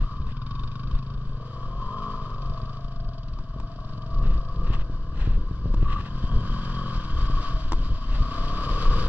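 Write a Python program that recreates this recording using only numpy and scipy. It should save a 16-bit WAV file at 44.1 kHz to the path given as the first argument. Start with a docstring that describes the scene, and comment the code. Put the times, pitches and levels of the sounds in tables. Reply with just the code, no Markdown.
"""Two off-road vehicles on windy wet sand

A single-cylinder quad chuffs away while a twin-cylinder buggy revs closer and ploughs a puddle.
Firing pulses and gas noise excite pipe resonances; filtered noise gives intake roar, spray and wind.
Wind buffets, thumps and whistles at a small hand-held housing, and a few knocks ring its shell.
The housing filters the buggy and the quad's chuff; two microphone ports then hear the whole scene.
"""
import sys
import numpy as np
from scipy import signal
from scipy.fft import rfft, irfft
from scipy.io import wavfile
from scipy.ndimage import uniform_filter1d

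SR = 44100
rng = np.random.default_rng(int(sys.argv[2]) if len(sys.argv) > 2 else 0)


def pcm_store(signal):
    """Save signal as 16-bit PCM."""
    levels = np.round(np.clip(np.atleast_2d(signal), -1, 1) * 32767)
    wavfile.write(sys.argv[1], SR, levels.astype(np.int16).T)


N = 400648
MARGIN = 4096  # samples of run-in and run-out for the filters
SIZE = N + 2 * MARGIN
TIME = np.arange(N) / SR  # s
BINS = np.arange(SIZE // 2 + 1) * SR / SIZE + 1e-9  # Hz, kept above zero for the logarithm


def quad():
    """Pulse excitation: regular firings boom in the silencer; a sharp, uneven chuff of gas follows each."""
    # engine speed: t/s, firing rate f/Hz
    firing_rate = [(0.0, 19.28), (0.38, 20.11), (0.6, 24.47), (1.1, 26.84), (1.45, 24.74), (1.95, 23.77),
                   (2.13, 20.73), (2.4, 26.38), (2.55, 25.04), (2.85, 27.02), (3.22, 19.54), (3.45, 19.22),
                   (3.62, 22.79), (4.0, 23.15), (4.35, 27.02), (4.7, 27.56), (5.35, 37.12), (5.85, 40.27),
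                   (6.3, 29.32), (6.95, 25.35), (7.3, 27.53), (7.65, 21.94), (9.08, 23.05)]
    # quad as heard, the chuff loudest while its tail pipe points this way:
    # t/s, exhaust level/dB, chuff level/dB
    heard_level = [(0, -38, -68.5), (.5, -34.5, -52.5), (.8, -33.5, -52.5), (1.15, -36, -58.5),
                   (1.9, -38.5, -76), (2.12, -40.5, -61.5), (2.45, -37.5, -53.5), (3.05, -37.5, -57),
                   (3.33, -39.5, -54.5), (3.5, -41, -64), (3.8, -39, -56), (4.1, -36, -54.5),
                   (4.5, -41, -57.5), (5.5, -52, -71), (6.35, -33, -71.5), (6.9, -36.5, -71.5),
                   (7.7, -50.5, -79), (9.08, -33, -81)]
    # exhaust resonances: f/Hz, width/Hz, relative level/dB
    silencer_modes = [(95, 34, -3.5), (127.5, 26.8, 9), (202, 91, -9.5), (261, 41, -18), (393, 150, -24)]
    # tail pipe resonances in the chuff: f/Hz, width/Hz, relative level/dB
    chuff_modes = [(1054, 290, -3), (1480, 240, -4), (2460, 340, 5.5), (3150, 120, 7.5), (3665, 180, 19.5)]
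    body_db, thinning_db_per_s = -15.5, 3.5  # lower part of the chuff, lost as the quad drives off

    pulses, phase, size = firing(curves(firing_rate)[0], .79, .003, .7)
    puff = size * (1 - np.exp(-phase / .035)) * np.exp(-phase / .16)  # rise and decay in cycles
    gas = air_noise()
    body = undb(body_db - thinning_db_per_s * TIME) * pipe(gas, chuff_modes)
    jet = band(band(gas, 4800., 9100.), 2600., 6400.)
    chuff = housing(puff * (jet + body))
    boom_db, chuff_db = curves(heard_level)
    return undb(boom_db) * unit(pipe(pulses, silencer_modes)) + undb(chuff_db) * unit(chuff)


def buggy():
    """Distance law: exhaust, main roar and spray follow load and gain 6 dB per halving of distance."""
    # engine: t/s, firing rate f/Hz, load level/dB
    engine = [(0, 28.66, -3.5), (.12, 29.16, -2), (.3, 29.4, -11.5), (.6, 30.7, -5.5), (.93, 31.55, -10),
              (1.31, 35.65, -12.5), (1.53, 39.26, -5), (1.74, 42.1, -5), (1.95, 51.05, 1.5),
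              (2.1, 52.94, 4), (2.2, 50.9, -0.5), (2.45, 43.3, -3), (2.73, 34.36, -4.5),
              (3.06, 33.62, -12.5), (3.36, 29.7, -11), (3.55, 30.5, -10.5), (3.77, 34.7, -8.5),
              (4.05, 37.8, -7.5), (4.22, 40.9, -3), (4.47, 42.42, -5.5), (4.68, 40.9, -1.5),
              (4.86, 40.06, -10.5), (5.34, 37.54, -13), (5.7, 40.13, -13), (6.07, 41.48, -11.5),
              (6.45, 44.89, -6), (6.88, 43.64, -5), (7.05, 39.84, -10.5), (7.43, 35.02, -4),
              (7.66, 35.64, -20.5), (7.88, 32.24, -17), (8.04, 29.08, -21.5), (8.22, 30.04, -7),
              (8.5, 34.54, -5), (8.98, 39.25, -6), (9.08, 39.4, -13.5)]
    # circling far off, then driving in: t/s, distance/m
    path = [(0, 33.7), (2, 31.9), (3.3, 36), (5, 32.9), (6.4, 18.2), (7.6, 11.55), (8.3, 12.74),
            (9.08, 7.3)]
    second_turns, second_db = .24, -3  # second cylinder fires this share of a cycle after the first

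    hz, load_db = curves(engine)
    near_db = 20 * np.log10(10 / curves(path)[0])  # relative to ten metres
    hiss_db = -45 + near_db + .33 * load_db
    pulses, phase, size = firing(hz, 0, .003, .8)
    second = np.diff(1. * (phase > second_turns), prepend=0).clip(0)
    pulses = pulses + undb(second_db) * size * second
    whine, roar = intake(hz, near_db + load_db, pulses, phase, size)
    return exhaust(pulses, near_db, load_db, hiss_db) + roar + whine + spray(hiss_db)


def exhaust(pulses, near_db, load_db, hiss_db):
    """Resonance: paired firings boom in the exhaust, bark in the tail pipe and ring the silencer shell."""
    # exhaust resonances: f/Hz, width/Hz, relative level/dB
    boom_modes = [(116, 89, 1), (187.4, 73, 5), (251, 58, 1.5), (308.5, 46.5, -1.5)]
    # swell above or below the load rule: t/s, low boom level/dB, tail pipe bark level/dB
    swell_table = [(0, 1, -16.5), (.9, -3.5, -4.5), (1.4, -11, 5), (2.1, 6, -1.5), (2.5, -11.5, 0.5),
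                   (3.3, -1.5, -6), (3.9, 0.5, -2), (4.45, -5.5, 1.5), (4.9, 2.5, 2), (5.3, 2.5, 2.5),
                   (5.8, 0.5, -0.5), (6.5, 5.5, -2.5), (7, 2.5, -2), (7.7, -4, -16.5), (8.3, 3.5, -3),
                   (9, -2.5, 3.5)]
    # silencer shell's ring ahead of the housing: t/s, level/dB
    ring_level = [(0, -55), (.5, -70), (1.3, -56.5), (1.6, -53.5), (2.4, -53), (3, -49), (3.45, -56),
                  (3.8, -49), (4.7, -55), (5.3, -62), (5.9, -67.5), (6.35, -49), (7, -60), (7.43, -47),
                  (7.9, -56.5), (8.45, -44.5), (9.08, -58)]

    boom_swell_db, bark_swell_db = curves(swell_table)
    boom_db = -39 + near_db + .13 * load_db + boom_swell_db
    bark_db = -41.5 + near_db + .76 * load_db + bark_swell_db
    # mud and water roughen the exhaust, more so as the spray grows
    gas = unit(pulses) + (.1 + undb(hiss_db + 43)) * air_noise()
    rattle = undb(1.5 * walk(15)) * (gas + .3 * air_noise())  # the shell rings unevenly
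    boom = undb(boom_db) * unit(pipe(pulses, boom_modes))
    bark = undb(bark_db) * unit(band(gas, 394, 574))
    ring = undb(curves(ring_level)[0]) * unit(band(rattle, 628, 690.7))
    return boom + bark + ring


def intake(hz, drive_db, pulses, phase, size):
    """Amplitude modulation: intake and belt noise swells with each cycle; gives whine and roar."""
    # lower note of the intake, ahead of the housing: t/s, level/dB
    throat_level = [(0, -55), (1.2, -63), (1.6, -56.5), (1.9, -41.5), (2.1, -45), (2.35, -51.5), (3, -64),
                    (6, -57.5), (6.6, -49), (7.5, -60), (9.08, -49)]
    # roar near 1.6 kHz, ahead of the housing: t/s, level/dB
    upper_level = [(0, -58.5), (2, -61), (3.6, -59.5), (5.5, -58.5), (6.7, -46), (7.4, -48), (7.9, -60.5),
                   (9.08, -43)]
    # raspy whine near 3 kHz, ahead of the housing: t/s, level/dB
    whine_level = [(0, -73), (2, -44.5), (3, -63.5), (5.8, -68.5), (6.25, -39), (7.3, -37.5), (7.7, -42),
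                   (9.08, -43.5)]

    flow = (.7 + .4 * size * np.exp(-phase / .4)) * air_noise()
    flow = flow + .011 * hz * unit(pulses)
    main = undb(.5 * walk(22)) * band(flow, 1060., 1300.)
    roar = undb(-37.5 + drive_db) * unit(main)
    roar = roar + undb(curves(throat_level)[0]) * unit(band(flow, 995., 1085.7))
    roar = roar + undb(curves(upper_level)[0]) * unit(band(flow, 1382., 1678.))
    whine = undb(curves(whine_level)[0]) * unit(band(flow, 3070., 3300.))
    return whine, roar


def spray(hiss_db):
    """Random impacts: tyres throw sand and water, heard as noise with a scattered, spiky envelope."""
    puddle_s, rise_s, puddle_db = 9.05, .54, -1  # peak time, Gaussian width, level ahead of the housing

    flicker_db = .6 * walk(18) + 1.2 * walk(90)
    drops = undb(flicker_db + 2.2 * rng.exponential(size=(2, N))) * air_noise()
    hiss = undb(hiss_db + 6.5) * unit(band(drops, 1200., 6800.))
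    # two body panels ring along with the spray
    panels = band(drops, 3070., 3250.) + 1.4 * band(drops, 4580., 4800.)
    hiss += undb(hiss_db + 8.5) * unit(panels)
    # the air eats the top of the spray until the buggy is near, so it grows more steeply
    sizzle = undb(1.515 * (hiss_db + 43.5) + 6.5) * unit(band(drops, 8190., 20130.))
    # fine droplets as the wheels plough the near puddle
    droplets = band(band(undb(1.5 * walk(30)) * drops, 9000., 13500.), 8500., 14000.)
    splash = np.exp(-((TIME - puddle_s) / rise_s) ** 2)
    return hiss + sizzle + undb(puddle_db) * splash * unit(droplets)


def knocks():
    """Modal decay: each tap cracks, then rings the stiff little shell for a few milliseconds."""
    # knocks on the housing: t/s, level/dB, treble share level/dB
    taps = [(3.388, -37, 2), (3.5996, -35, 5.5), (5.7385, -37.5, 4), (5.744, -34.5, 5), (7.72, -21.5, 6.5),
            (7.7313, -23.5, 2.5)]
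    # shell modes: f/Hz, relative level/dB, time to fall 60 dB t/s
    shell_modes = [(313, -1, 0.037), (1016, 8.5, 0.013), (7300, -19, 0.0047)]

    out, t = np.zeros(N), TIME[:2048]
    for s, db, treble_db in taps:
        crack = band(band(rng.standard_normal(len(t)), 1500., 5500.), 600., 7000.)
        tap = undb(treble_db - 13) * unit(crack) * 1000 ** (-t / .018)
        for hz, mode_db, t60 in shell_modes:
            ring = np.sin(2 * np.pi * (hz * t + rng.random())) * 1000 ** (-t / t60)
            tap += undb(mode_db + treble_db * (hz > 2000)) * ring
        onset = np.minimum(t / .001, 1)
        first = int(s * SR)
        out[first:first + len(t)] += undb(db) * tap * onset
    return out


def whistle():
    """Cavity resonance: wind across a port sings a brief, wavering note that throbs quickly."""
    # the note: t/s, length/s, f/Hz, waver/Hz, level/dB
    note = (5.935, .18, 1150, 14, -35.5)
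    throb_depth, throb_hz = .45, 49

    s, length, hz, waver_hz, db = note
    swell = np.exp(-(2 * (TIME - s) / length) ** 4) * undb(1.5 * walk(150))
    throb = 1 + throb_depth * np.cos(2 * np.pi * throb_hz * (TIME - s - .01))
    tone = np.sin(2 * np.pi * np.cumsum(hz + waver_hz * walk(80)) / SR)
    rush = .5 * unit(band(rng.standard_normal(N), .93 * hz, 1.07 * hz))  # air rushes with the tone
    return undb(db) * swell * (throb * unit(tone) + rush)


def gusts():
    """Turbulent noise: short swells of broad, rough hiss right at the ports."""
    # gusts that whistle past the ports: t/s at the centre, level/dB before roughening, length/s
    gust_table = [(0.011, -53, 0.098), (0.301, -52.5, 0.047), (0.961, -54, 0.066), (4.296, -50, 0.15),
                  (4.717, -48.5, 0.16), (4.743, -47, 0.033), (4.81, -48.5, 0.035), (5.202, -50.5, 0.11),
                  (5.28, -49.5, 0.17), (5.774, -52, 0.014), (5.832, -50.5, 0.06), (5.919, -43, 0.074),
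                  (5.997, -46.5, 0.061), (6.07, -47.5, 0.056), (8.153, -45, 0.092)]

    swell = np.zeros(N)
    for s, db, length in gust_table:
        swell += undb(db) * np.exp(-np.abs(2 * (TIME - s) / length) ** 3)
    hiss = band(band(air_noise(), 320., 3600.), 300., 3900.)
    hiss = hiss - .69 * band(hiss, 1900., 2660.)  # the ports swallow this band
    return swell * undb(2. * walk(150) + 1.4 * walk(500)) * unit(hiss)


def wind():
    """Turbulent pressure: low eddies rock the whole housing in bursts; the sharpest are single thumps."""
    # spectrum of the eddies: f/Hz, relative level/dB
    rumble_spectrum = [(12, -1.5), (25, 2), (40, -1.5), (70, -11.5), (120, -16.5), (250, -31), (600, -42.5),
                       (1500, -99.5)]
    # eddies hitting the housing: t/s, push level/dB, time scale of the push t/ms
    thumps = [(0.199, -19.5, 5.6), (0.543, -29.5, 6.2), (0.928, -12, 16), (2.629, -22.5, 5),
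              (3.561, -25, 2.7), (4.253, -20, 6), (4.7, -12.5, 4.8), (4.895, -21, 4.2), (5.271, -13, 5),
              (5.509, -21, 3.6), (5.655, -16, 3.4), (5.74, -20.5, 2.3), (5.826, -11.5, 3.7),
              (6.236, -15, 5.5), (7.297, -18, 3.6), (8.2, -9.5, 8.6), (8.22, -22.5, 3.8), (8.708, -17, 4.8)]

    eddies = irfft(rfft(rng.standard_normal(SIZE)) * undb(over_hz(rumble_spectrum)[0]), SIZE)[:N]
    out = unit(eddies * undb(2.26 * walk(25))) * buffeting()
    for s, db, ms in thumps:
        u = (TIME - s) * 1000 / ms - .8
        push = np.exp(-np.abs(4 * u) ** 1.5)
        suction = .82 * np.exp(-(1.9 * (u - 1.1)) ** 2)  # slower, after the push
        out += undb(db) * (push - suction)
    return out


def buffeting():
    """Power summation: the breeze, plus buffets that each rise and fall over a soft edge."""
    # steady wind on the housing: t/s, rumble level/dB
    breeze = [(0, -30), (1, -32), (2.4, -31.5), (3.4, -32.5), (4.6, -29), (6, -30), (7.5, -29),
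              (9.08, -24.5)]
    # buffets of wind: start t/s, length/s, rumble level/dB added in power
    buffets = [(0.007, 0.042, -22), (0.201, 0.12, -24.5), (0.607, 0.071, -22), (0.836, 0.12, -23),
               (1.758, 0.036, -22), (2.481, 0.043, -21), (3.589, 0.074, -23), (4.149, 0.25, -20),
               (4.553, 0.29, -21), (5.005, 0.08, -28), (5.164, 0.27, -20), (5.492, 0.46, -23),
               (5.967, 0.068, -18.5), (6.233, 0.034, -27), (6.317, 0.12, -19.5), (6.958, 0.036, -20),
               (7.124, 0.33, -21), (7.491, 0.09, -20.5), (7.649, 0.03, -18), (7.682, 0.28, -20.5),
               (8.055, 0.189, -26), (8.492, 0.054, -26.5), (8.731, 0.34, -20)]
    edge_s = .032

    power = undb(curves(breeze)[0]) ** 2
    for s, length, db in buffets:
        inside = np.minimum(TIME - s, s + length - TIME) / edge_s
        power = power + (undb(db) * np.clip(.5 + inside / 2, 0, 1)) ** 2
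    return np.sqrt(power)


def housing(x):
    """Minimum phase: a causal response with the housing's gain, from its folded cepstrum."""
    # housing between air and microphones: f/Hz, gain level/dB
    housing_gain = [(600, 1), (810, -3.5), (1000, 2), (1120, 15.5), (1300, 0), (1700, -5), (2160, -16),
                    (2750, -17.5), (3150, -14.5), (3400, -18.5), (4400, -27.5), (4680, -20), (5100, -32.5),
                    (6040, -41.5), (8500, -66), (13000, -79.5)]

    cepstrum = irfft(np.log(undb(over_hz(housing_gain)[0])), SIZE)
    cepstrum[1:SIZE // 2] *= 2
    cepstrum[SIZE // 2 + 1:] = 0
    return irfft(rfft(x, SIZE) * np.exp(rfft(cepstrum)), SIZE)[:, :N]


def air_noise():
    """Incoherence: unrelated noises for the straight path and the path scattered by hand and ground."""
    return rng.standard_normal((2, N))


def firing(hz, start, jitter, scatter_db):
    """Periodic excitation: one uneven pulse a cycle; also the phase in the cycle and its pulse size."""
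    turns = start + np.cumsum(hz) / SR + jitter * walk(12)
    cycle = np.maximum.accumulate(np.floor(turns)).astype(int).clip(0)
    size = undb(scatter_db * rng.standard_normal(N // 400))[cycle]
    pulses = np.diff(cycle, prepend=cycle[0]) * size
    return pulses, np.clip(turns - cycle, 0, 1), size


def pipe(x, modes):
    """Modal superposition: a sum of band-pass resonances of alternating sign."""
    out = 0
    for k, (hz, width, db) in enumerate(modes):
        out = out + (-1) ** k * undb(db) * band(x, hz - width / 2, hz + width / 2)
    return out


def band(x, lo_hz, hi_hz):
    """Linear filtering: a gentle Butterworth band-pass."""
    return signal.sosfilt(signal.butter(2, [lo_hz, hi_hz], "bandpass", fs=SR, output="sos"), x)


def walk(rate):
    """Smoothed randomness: levels held 1 / rate s, slewed twice and scaled to rms 1."""
    k = int(SR / rate)
    held = np.repeat(rng.standard_normal(N // k + 1), k)
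    return unit(uniform_filter1d(uniform_filter1d(held, k), k)[:N])


def undb(db):
    """Logarithmic level: the amplitude gain of a level in dB."""
    return 10 ** (np.asarray(db) / 20)


def unit(x):
    """Normalisation: the signal scaled to rms 1."""
    return x / np.sqrt(np.mean(x ** 2))


def curves(table):
    """Linear interpolation: the columns of a time table, one value a sample."""
    s, *columns = np.transpose(table)
    return [np.interp(TIME, s, c) for c in columns]


def over_hz(table):
    """Interpolation over log frequency: the columns of a frequency table, one value a bin."""
    hz, *columns = np.transpose(table)
    return [np.interp(np.log(BINS), np.log(hz), c) for c in columns]


def scene():
    """Superposition: straight and scattered arrivals; wind and knocks act on the housing directly."""
    return quad() + housing(buggy()) + gusts() + wind() + whistle() + knocks()


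def record(dry):
    """Interaural-style cues: ports differ in level, phase and likeness; loud peaks are rounded."""
    # the two ports: f/Hz, left minus right level/dB, left lead/rad, likeness (0-1)
    port_table = [(156, 1.4, -2, 0.96), (674, 5.5, 0.57, 1), (1030, 3, 0.55, 1), (1500, 5.5, -0.58, 1),
                  (1640, -5.5, 1.4, 0.9), (1930, 4.5, -0.5, 0), (2200, 11.5, -1.8, 0.3), (2800, 7, -1.5, 1),
                  (3400, 4, -2, 1), (4060, 7.5, -2, 0.5), (4630, -2.5, -3, 0.65), (5270, -7.5, -2, 0.76),
                  (6500, 2.5, -2, 1), (7450, 10.5, -1, 0.7), (11000, 4.5, -6, 0.4)]
    bass_lag_s = 9e-5  # the left port hears the bass this much later
    ceiling, top_hz = .6, 14200  # amplitude limit ahead of the low-pass, and its corner

    lean_db, lead, like = over_hz(port_table)
    treble = BINS > 400  # below this the ports hear only the straight arrival
    like = np.where(treble, np.clip(like, 0, 1), 1)
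    faded = dry * np.minimum(TIME / .01, 1)
    padded = np.pad(faded, ((0, 0), (MARGIN, MARGIN)), "reflect", reflect_type="odd")
    straight, scattered = rfft(padded)
    phase = np.where(treble, lead, -2 * np.pi * BINS * bass_lag_s)
    right = (like * straight + np.sqrt(1 - like ** 2) * scattered) * np.exp(-1j * phase)
    ports = irfft(np.array([straight * undb(lean_db / 2), right * undb(-lean_db / 2)]), SIZE)
    rounded = ceiling * np.tanh(ports / ceiling)
    low_pass = signal.ellip(8, .2, 70, top_hz, fs=SR, output="sos")
    return signal.sosfilt(low_pass, rounded)[:, MARGIN:-MARGIN]


dry = scene()
out = record(dry)
pcm_store(out)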